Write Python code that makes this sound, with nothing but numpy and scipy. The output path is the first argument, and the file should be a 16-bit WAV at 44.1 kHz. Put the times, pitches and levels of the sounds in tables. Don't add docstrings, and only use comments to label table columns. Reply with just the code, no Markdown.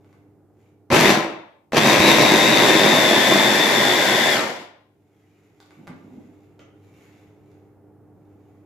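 import sys
import numpy as np
from scipy import signal
from scipy.fft import rfft, irfft, next_fast_len
from scipy.io import wavfile

SR = 44100
rng = np.random.default_rng(int(sys.argv[2]) if len(sys.argv) > 2 else 0)


def to_wav(sig):
    pcm = np.clip(np.atleast_2d(sig), -1, 1) * 32767
    pcm = np.round(pcm).astype(np.int16)
    wavfile.write(sys.argv[1], SR, pcm.T)


N = 381465
TIME = np.arange(N) / SR

# (on [s], off [s], coasting time constant [s], relative whine level [dB])
RUNS = [(0.902, 1.112, .172, -0.5), (1.721, 4.333, .268, 1.5)]
# (pitch [Hz], relative level [dB per Hz])
LID_COLOUR = [(200, 2), (400, 4), (600, 4), (1000, 5.5), (1500, 2), (2100, 3.5), (2800, -9.5),
              (5000, -16.5), (7500, -33.5), (9000, -43.5), (14000, -50.5)]
# (level in whole peas [dB], change once paste [dB], power of the speed, share of a bite)
CHOP_LOUDNESS = (-18, -5.5, 1.5, 1.0)
PASTE_FROM_S, PASTE_DONE_S = 1.8, 4.25


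def from_db(db):
    return 10 ** (np.asarray(db) / 20)


def rms_one(x):
    return x / np.sqrt(np.mean(x ** 2) + 1e-20)


def in_time(rows):
    return np.interp(TIME, *np.transpose(rows))


def at_hz(points, hz):
    points = np.array(points)
    return np.interp(np.log(hz), np.log(points[:, 0]), points[:, 1])


def drift(rate):
    targets = rng.standard_normal(N // 20)
    return np.interp(TIME * rate, np.arange(len(targets)), targets) * np.sqrt(1.5)


def colour(x, points):
    size = 8192
    hz = np.maximum(np.arange(size // 2 + 1) * SR / size, 1)
    gain = rms_one(from_db(at_hz(points, hz)))
    cepstrum = irfft(np.log(gain))
    cepstrum[1:size // 2] *= 2
    cepstrum[size // 2 + 1:] = 0
    response = irfft(np.exp(rfft(cepstrum)))[:size // 2]
    response = response.reshape((1,) * (x.ndim - 1) + (-1,))
    return signal.oaconvolve(x, response, axes=-1)[..., :N]


def resonance(x, hz, width):
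    r = np.exp(-np.pi * width / SR)
    poles = [1, -2 * r * np.cos(2 * np.pi * hz / SR), r * r]
    return signal.lfilter([1, 0, -1], poles, x + 1e-18) * (1 - r * r) / 2


def rings(x, modes):
    return sum(from_db(db) * np.sqrt(SR / np.pi / width) * resonance(x, hz, width)
               for hz, width, db in modes)


def grains(per_s, spread_db):
    sizes = from_db(spread_db * np.minimum(rng.exponential(1, N), 4))
    sizes = sizes * rng.choice([-1, 1], N)
    return rms_one(sizes * (rng.random(N) < per_s / SR))


def blows(rows):
    out = np.zeros(N)
    for s, db in rows:
        out[round(s * SR)] += from_db(db)
    return out


def swell(s, length):
    return np.exp2(-np.minimum((2 * (TIME - s) / length) ** 2, 60))


def strokes(rows):
    return sum(from_db(db) * swell(s, length) for s, length, db in rows)


def dying(s, decay_s):
    return np.exp(-np.minimum(np.abs(TIME - s) / decay_s, 30)) * (TIME >= s)


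def read(x, seconds):
    return np.interp(seconds, TIME, x)


def each_turn(turns, count=900):
    return rms_one(np.interp(turns % 1 * count, np.arange(count), rng.standard_normal(count)))


def background(width=.3, hiss_db=-81):
    # (time [s], level [dB])
    ambience = [(.15, -57), (1.6, -63), (4.9, -63.5), (5.5, -61), (6.1, -55.5), (8.65, -54)]
    # (pitch [Hz], relative level [dB per Hz])
    room_colour = [(25, -44.5), (50, -16), (70, -15), (92, -7.5), (130, -4.5), (180, -8), (250, -10),
                   (305, -5.5), (350, -7.5), (420, -6.5), (580, -17.5), (800, -16.5), (1000, -26.5),
                   (1400, -30.5), (2500, -44.5), (4500, -64.5), (15000, -51)]
    # (pitch [Hz], relative level [dB])
    hum_tones = [(100, -4.5), (200, -16), (300, -4), (400, -12.5)]
    # (middle [s], length [s], loss [dB])
    hum_dip = (1.55, .5, 10)
    hum_db = 0.5

    mid, side = colour(rng.standard_normal((2, N)), room_colour)
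    rumble_cut = signal.butter(2, 55, "high", fs=SR, output="sos")
    air = signal.sosfilt(rumble_cut, mid + width * side * [[1], [-1]])
    hum = np.zeros(N)
    for hz, db in hum_tones:
        strength = np.sqrt(2) * from_db(db + 1.1 * drift(6.6))
        hum += strength * np.sin(2 * np.pi * hz * TIME + 0.292 * drift(9.8))
    s, length, lost_db = hum_dip
    hum = from_db(hum_db - lost_db * swell(s, length)) * hum
    hiss = from_db(hiss_db) * rng.standard_normal((2, N))
    return from_db(in_time(ambience)) * (air + hum) + hiss


def lid(click_db=-1.0, pop_db=-52, rub_db=-6.0, slide_db=-8, shell_db=-3, shift_s=.004):
    # (time [s], relative body level [dB], relative latch level [dB])
    clicks = [(0.046, -42, -64), (0.129, -39, -58), (5.603, -35, -36.5), (5.628, -60, -41),
              (5.66, -63, -45), (5.708, -32.5, -52), (5.872, -25, -46), (5.877, -21.5, -50),
              (6.275, -52, -63), (6.593, -50, -42), (7.517, -45, -56)]
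    # (pitch [Hz], relative level [dB per Hz])
    latch_colour = [(400, -6.5), (800, -3), (1500, -10), (2500, 0), (3600, 2), (4700, -1), (5600, -9),
                    (7200, -6), (8500, -27), (14000, -13)]
    pop_colour = [(350, -8), (590, 1), (850, -25), (1350, -7), (1600, -19), (2000, -9), (2500, -14),
                  (3000, -8.5), (3600, -19), (4400, -32), (6400, -19), (9000, -44)]
    rub_colour = [(90, -19), (160, 3.5), (230, 2), (300, 3), (400, -14), (900, -22), (2000, -62)]
    slide_colour = [(500, -11), (1200, -3.5), (1800, -6), (2300, -2), (2700, -7), (3200, -10),
                    (5000, -14.5), (7000, -9.5), (8500, -23.5), (12000, -17.5), (15500, -24)]
    # (pitch [Hz], width [Hz], relative level [dB])
    lid_modes = [(340, 25, -7), (560, 45, -8), (840, 70, -9.5), (1120, 60, -9), (1444, 90, -11),
                 (2030, 170, -6)]
    latch_modes = [(790, 110, -4), (1480, 200, -7), (3550, 280, -3), (4350, 450, -7)]
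    shell_modes = [(2160, 140, -0.5), (2600, 160, -8.5), (3420, 180, -11.5)]
    # (middle [s], length [s], relative level [dB])
    rubs = [(5.805, 0.047, -38.5), (5.905, 0.062, -35), (6.07, 0.072, -40), (6.17, 0.09, -39),
            (6.29, .05, -46)]
    # (middle [s], length [s], relative level [dB])
    slides = [(.1, 0.21, -71.5), (.63, 0.13, -69), (5.33, 0.5, -69.5), (5.72, 0.27, -70),
              (6.15, 0.6, -65.5), (6.83, 0.13, -69), (6.98, .13, -63.5), (7.14, 0.23, -63),
              (7.5, 0.32, -72), (8.45, 0.46, -74)]
    pop_s, pop_decay_s = 6.592, .03

    on_body = blows([(s, body) for s, body, latch in clicks])
    on_latch = blows([(s, latch) for s, body, latch in clicks])
    knocks = from_db(click_db) * (colour(on_body, LID_COLOUR) + colour(on_latch, latch_colour))
    knocks = knocks + rings(on_body, lid_modes) + rings(on_latch, latch_modes)

    hollow = colour(dying(pop_s, pop_decay_s) * rng.standard_normal(N), pop_colour)
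    pop = from_db(pop_db) * (hollow + resonance(hollow, 580, 59.6))

    rub = strokes(rubs) * from_db(rub_db) * colour(grains(550, spread_db=2.0), rub_colour)

    slips = grains(900, spread_db=3)
    shell = read(rings(slips, shell_modes), TIME + shift_s * drift(8))
    scrape = colour(slips, slide_colour) + from_db(shell_db) * shell
    slide = strokes(slides) * from_db(slide_db + drift(20)) * scrape
    return knocks + pop + rub + slide


def kitchen():
    # (pitch [Hz], time [s])
    fall_times = [(100, 0.28), (600, 0.6), (2000, 0.58), (3600, 0.58), (6000, 0.34), (14000, 0.18)]
    # (pitch [Hz], level against the direct sound [dB])
    wet_levels = [(100, -22), (300, -11), (1000, -2), (4000, -6.5), (14000, -4)]
    t = TIME[:SR // 2]
    edges = np.geomspace(60, 16000, 13)
    tail = np.zeros((2, len(t)))
    for low, high in zip(edges, edges[1:]):
        hz = np.sqrt(low * high)
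        band_pass = signal.butter(2, [low, high], "band", fs=SR, output="sos")
        band = signal.sosfilt(band_pass, rng.standard_normal((2, len(t))))
        apart = 1 / (1 + (300 / hz) ** 2)
        band = np.sqrt(apart) * band + np.sqrt((1 - apart) / 2) * band.sum(axis=0)
        decay = from_db(-60 * t / at_hz(fall_times, hz))
        decay = decay * np.clip((t - .002) / 0.00086, 0, 1)
        tail += band * decay / np.linalg.norm(decay) * from_db(at_hz(wet_levels, hz))
    return tail


def spin(on, off, coast_s):
    kick, spin_up_s = .42, .045
    dry_friction, paste_drag = .1, .18
    since_on, since_off = np.maximum(TIME - on, 0), np.maximum(TIME - off, 0)
    rise = (TIME >= on) * (1 - (1 - kick) * np.exp(-since_on / spin_up_s))
    friction = dry_friction + paste_drag * (off > PASTE_FROM_S)
    coast = (1 + friction) * np.exp(-since_off / coast_s) - friction
    return np.clip(rise, 0, 1) * np.clip(coast, 0, 1)


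def loudness(law, drive, paste):
    # (middle [s], length [s], level before each part's share [dB])
    bites = [(0.938, 0.071, 6), (1.06, 0.056, 0.5), (1.776, 0.024, 6), (1.93, 0.072, 1.5),
             (2.093, 0.049, 2), (2.22, 0.026, 1.5), (2.66, 0.099, 1), (3.36, 0.12, 0.4)]
    paste_bend = 2
    peas_db, paste_db, power, bite_share = law
    bites_db = sum(db * swell(s, length) for s, length, db in bites)
    level_db = peas_db + paste_db * paste ** paste_bend + bite_share * bites_db
    return from_db(level_db) * drive ** power


def tones(turns, orders, flutter_db=2):
    out, on = np.zeros(N), slice(0, np.argmax(turns))
    for multiple, db in orders:
        strength = from_db(db + flutter_db * drift(30)[on])
        out[on] += strength * np.sin(2 * np.pi * (multiple * turns[on] + rng.random()))
    return out


def coupling(clack_db=-4):
    return colour(blows([(on + .002, clack_db) for on, off, coast_s, db in RUNS]), LID_COLOUR)


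def whine(turns, drive, paste, rasp_db=-8.5, rasp_width=280, swoop_db=-32):
    # (multiple of the blade rate, relative level [dB])
    motor_orders = [(66, -25.5), (69, -12), (71, -21), (72, -8), (73, -16), (75, -18.5), (78, -25),
                    (108, -21.5)]
    # (multiple of the blade rate, relative level [dB])
    swoop_orders = [(108, 0)]
    # (level in whole peas [dB], change once paste [dB], power of the speed, share of a bite)
    whine_loudness = (-20.5, -2.5, 6.5, 1.55)
    swoop_s, waver_db = .075, 1.5

    wobble = drift(2 * rasp_width) + 1j * drift(2 * rasp_width + 20)
    rasp = np.real(wobble * np.exp(2j * np.pi * 72 * turns))
    cut, strength = np.zeros(N), np.zeros(N)
    for on, off, coast_s, db in RUNS:
        cut += from_db(db) * swell(off + swoop_s / 2, swoop_s)
        strength += from_db(db) * (spin(on, off, coast_s) > 0)
    strength = strength * from_db(waver_db * (1 - paste) * drift(25))
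    voice = tones(turns, motor_orders) + from_db(rasp_db) * rasp
    singing = strength * loudness(whine_loudness, drive, paste) * voice
    cry = drift(250) * tones(turns, swoop_orders, flutter_db=1.0)
    return singing + from_db(swoop_db) * cut * cry


def gears(turns, drive, paste, rattle_db=-5.5, throb=.45, bite=0.33, repeat=0.5, loose=0.43):
    # (pitch [Hz], relative level [dB per Hz])
    gearbox_colour = [(900, -32), (1350, -11), (1600, -3.5), (1850, -1), (2080, -3.5), (2400, -14),
                      (2900, -25.5), (3500, -8), (4100, -17), (7000, -38.5)]
    # (multiple of the blade rate, relative level [dB])
    gear_orders = [(33, -10), (36, -11), (38, -8.5), (39, -17), (42, -15.5)]
    # (level in whole peas [dB], change once paste [dB], power of the speed, share of a bite)
    gear_loudness = (-22.5, 0.66, 2, 0.82)
    # (pitch [Hz], width [Hz], relative level [dB])
    housing_mode = (2050, 600, -2.5)
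    even_rate = 49.5

    even = even_rate * TIME
    motor, mesh = np.cos(2 * np.pi * 6 * even), np.cos(2 * np.pi * 36 * even)
    contacts = rng.standard_normal(N) + .5 * rng.standard_normal((2, N)) + repeat * each_turn(even)
    rattle = colour(rms_one(contacts * np.exp(throb * motor + bite * mesh)), gearbox_colour)
    rattle = np.array([read(side, turns / even_rate) for side in rattle])
    hz, width, db = housing_mode
    housing = rms_one(resonance(resonance(contacts, hz, width), hz, width))
    rattle = rattle + from_db(db) * housing
    steady = loose + (1 - loose) * paste
    singing = steady * tones(turns, gear_orders)
    return loudness(gear_loudness, drive, paste) * (from_db(rattle_db) * rattle + singing)


def chopping(turns, drive, paste, chop_db=1.3, spray_db=1, pea_db=2, heave_db=-8,
             beat=0.28, repeat=0.15, churn_db=0.5):
    # (pitch [Hz], relative level [dB per Hz])
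    bowl_colour = [(35, -62), (60, -26), (75, -30), (129, -11.5), (177, -10), (210, -4), (280, -2),
                   (320, -2.5), (422, -3), (579, -1), (669, -3), (894, -4.5), (1010, -5.5), (1160, -14),
                   (1400, -12), (1820, -47.5), (3080, -120)]
    pea_colour = [(700, -12.5), (1100, -10), (1400, -3.5), (2200, -3.5), (2650, 1.5), (3000, -10),
                  (4600, -12), (5300, -22), (6100, -8.5), (7000, -30.5)]
    spray_colour = [(900, -20.5), (1400, 4), (2600, 0), (3000, 1.5), (4100, -0.5), (4600, 0.5), (5600, -3),
                    (6200, -4), (6800, -6), (7600, -3.5), (8400, -15), (11000, -11), (13500, -13),
                    (15500, -30.5)]
    # (pitch [Hz], width [Hz], relative level [dB])
    bowl_modes = [(129.2, 44, 4), (207.5, 20, 6.5), (322.4, 25, 6.5), (364, 14, 2.5), (600, 100, -6.5),
                  (1060, 170, -1)]
    # (pitch [Hz], width [Hz], relative level [dB])
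    paste_mode = (590, 170, -10)
    # (level in whole peas [dB], change once paste [dB], power of the speed, share of a bite)
    spray_loudness = (-26, -1.7, 1.5, 1.25)
    # (time [s], level added to the thud [dB])
    lumps = [(.934, 3.5), (.983, 3.5), (1.129, 2.5), (1.903, 1.5), (2.116, 2.5), (2.234, 4.5), (2.263, 4),
             (2.335, 3.5), (2.585, 2), (2.628, 3.5), (2.857, 2), (2.937, 2), (3.037, 3.5), (3.325, 3.5)]
    lump_s, soft_hz, soft_power = .022, 7000, 1.3

    passing = np.exp(beat * np.cos(4 * np.pi * turns + 0.68 * drift(20)))
    per_s = (500 + 1500 * paste) * (drive + .5)
    hits = rms_one(grains(per_s, spread_db=2.5) / np.sqrt(per_s) * passing)
    spatter = rms_one(rng.standard_normal((2, N)) * passing)

    thud = colour(hits + 0.38 * spatter + repeat * paste * each_turn(turns), bowl_colour)
    centre = thud.mean(axis=0)
    hz, width, db = paste_mode
    honk = paste * from_db(db) * resonance(centre, hz, width)
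    ring = sum(from_db(db) * resonance(centre, hz, width) for hz, width, db in bowl_modes)
    thud = rms_one(1.2 * thud + honk + ring)
    knock = rms_one(resonance(resonance(hits, 175, 150), 175, 150))
    heave = from_db(heave_db) * (1 - paste) ** 3 * knock

    spray = colour(0.5 * hits + 1.317 * spatter, spray_colour)
    spray = spray + from_db(pea_db) * (1 - paste) * colour(hits, pea_colour)
    spray = spray * drive ** (1 - paste)
    dull = signal.lfilter(*signal.butter(1, soft_hz, fs=SR), spray)
    spray = dull + drive ** soft_power * (spray - dull)

    lumps_db = sum(db * swell(s, lump_s) for s, db in lumps)
    churn = from_db(lumps_db + churn_db * drift(30))
    battering = churn * loudness(CHOP_LOUDNESS, drive, paste) * (from_db(chop_db) * thud + heave)
    return battering + from_db(spray_db) * loudness(spray_loudness, drive, paste) * spray


def table(turns, drive, paste, shake_db=-38):
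    # (time [s], peak level [dB])
    jolts = [(0.925, -21), (1.994, -20.5), (4.43, -41.5)]
    thump = resonance(resonance(blows(jolts), 84, 45), 84, 100)
    thump = thump / np.abs(thump).max() * from_db(max(db for s, db in jolts))
    shake = np.sin(2 * np.pi * turns) + 0.2 * rms_one(resonance(drift(200), 55, 30))
    return thump + from_db(shake_db) * loudness(CHOP_LOUDNESS, drive, paste) * shake


def cracks(crack_db=-5):
    # (time [s], relative level [dB])
    pea_hits = [(.929, -1.5), (.957, 0), (1.002, 3), (1.01, 5), (1.029, -1), (1.056, -1), (1.081, -2.5),
                (1.876, -3), (1.888, -1), (1.998, -1.5), (2.084, -2.5), (2.112, -2), (2.227, -3),
                (2.964, -2), (3.035, -3.5), (3.286, -3), (3.339, 0.5)]
    # (pitch [Hz], relative level [dB per Hz])
    crack_colour = [(800, -14), (2500, -1.5), (6000, 2), (8500, -7), (12000, -3), (15500, -16.5)]
    return from_db(crack_db) * colour(blows(pea_hits), crack_colour)


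def scene(far_db=8, sway=1.5):
    # (time [s], speed [turns per s])
    working_speed = [(1.0, 51), (1.86, 55), (1.92, 52.3), (2.07, 53.6), (2.13, 51.1), (2.27, 51.8),
                     (2.41, 51), (2.55, 51.5), (2.63, 50.4), (2.8, 50), (2.93, 50.5), (3.07, 49.6),
                     (3.17, 49.6), (3.21, 48.7), (3.28, 49.5), (3.44, 49.6), (3.54, 48.9), (3.62, 49.5),
                     (3.68, 49), (3.74, 49.15), (4.0, 48.95), (4.1, 49.2), (4.16, 48.55), (4.22, 48.85),
                     (4.3, 48.5)]
    # (middle [s], length [s], share of speed lost)
    snags = [(1.815, .05, .05), (1.965, .07, .1)]
    # (pitch [Hz], left minus right [dB])
    lean = [(200, 0), (500, -2.5), (800, 2), (1200, 1), (2000, 7), (3400, 3.5), (6000, 1.5), (14000, 0.5)]

    paste = np.clip((TIME - PASTE_FROM_S) / (PASTE_DONE_S - PASTE_FROM_S), 0, 1)
    braking = np.clip(sum(lost * swell(s, length) for s, length, lost in snags), 0, .5)
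    drive = sum(spin(on, off, coast_s) for on, off, coast_s, db in RUNS) * (1 - braking)
    speed = drive * in_time(working_speed)
    turns = np.cumsum(speed * (1 + .0015 * drift(30))) / SR

    blender = sum(part(turns, drive, paste) for part in (whine, gears, chopping, table))
    blender = blender + coupling() + cracks()
    size = next_fast_len(N + SR // 2)
    hz = np.maximum(np.arange(size // 2 + 1) * SR / size, 1)
    tilt = from_db(at_hz(lean, hz) * np.array([[.5], [-.5]]))
    blender = irfft(rfft(blender, size) * tilt, size)[:, :N]

    handling = lid()
    into_room = blender + from_db(far_db) * handling
    here = signal.oaconvolve(into_room, kitchen(), axes=1)[:, :N]
    there = signal.oaconvolve(into_room, kitchen(), axes=1)[:, :N]
    moved = sway * drift(3)
    room = np.cos(moved) * here + np.sin(moved) * there
    return blender + room + (handling + background()) * from_db([[-.5], [.5]])


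def record(dry):
    treble_cut = signal.ellip(10, .2, 80, 15500, fs=SR, output="sos")
    return signal.sosfilt(treble_cut, np.clip(dry, -1, 1))


dry = scene()
out = record(dry)
to_wav(out)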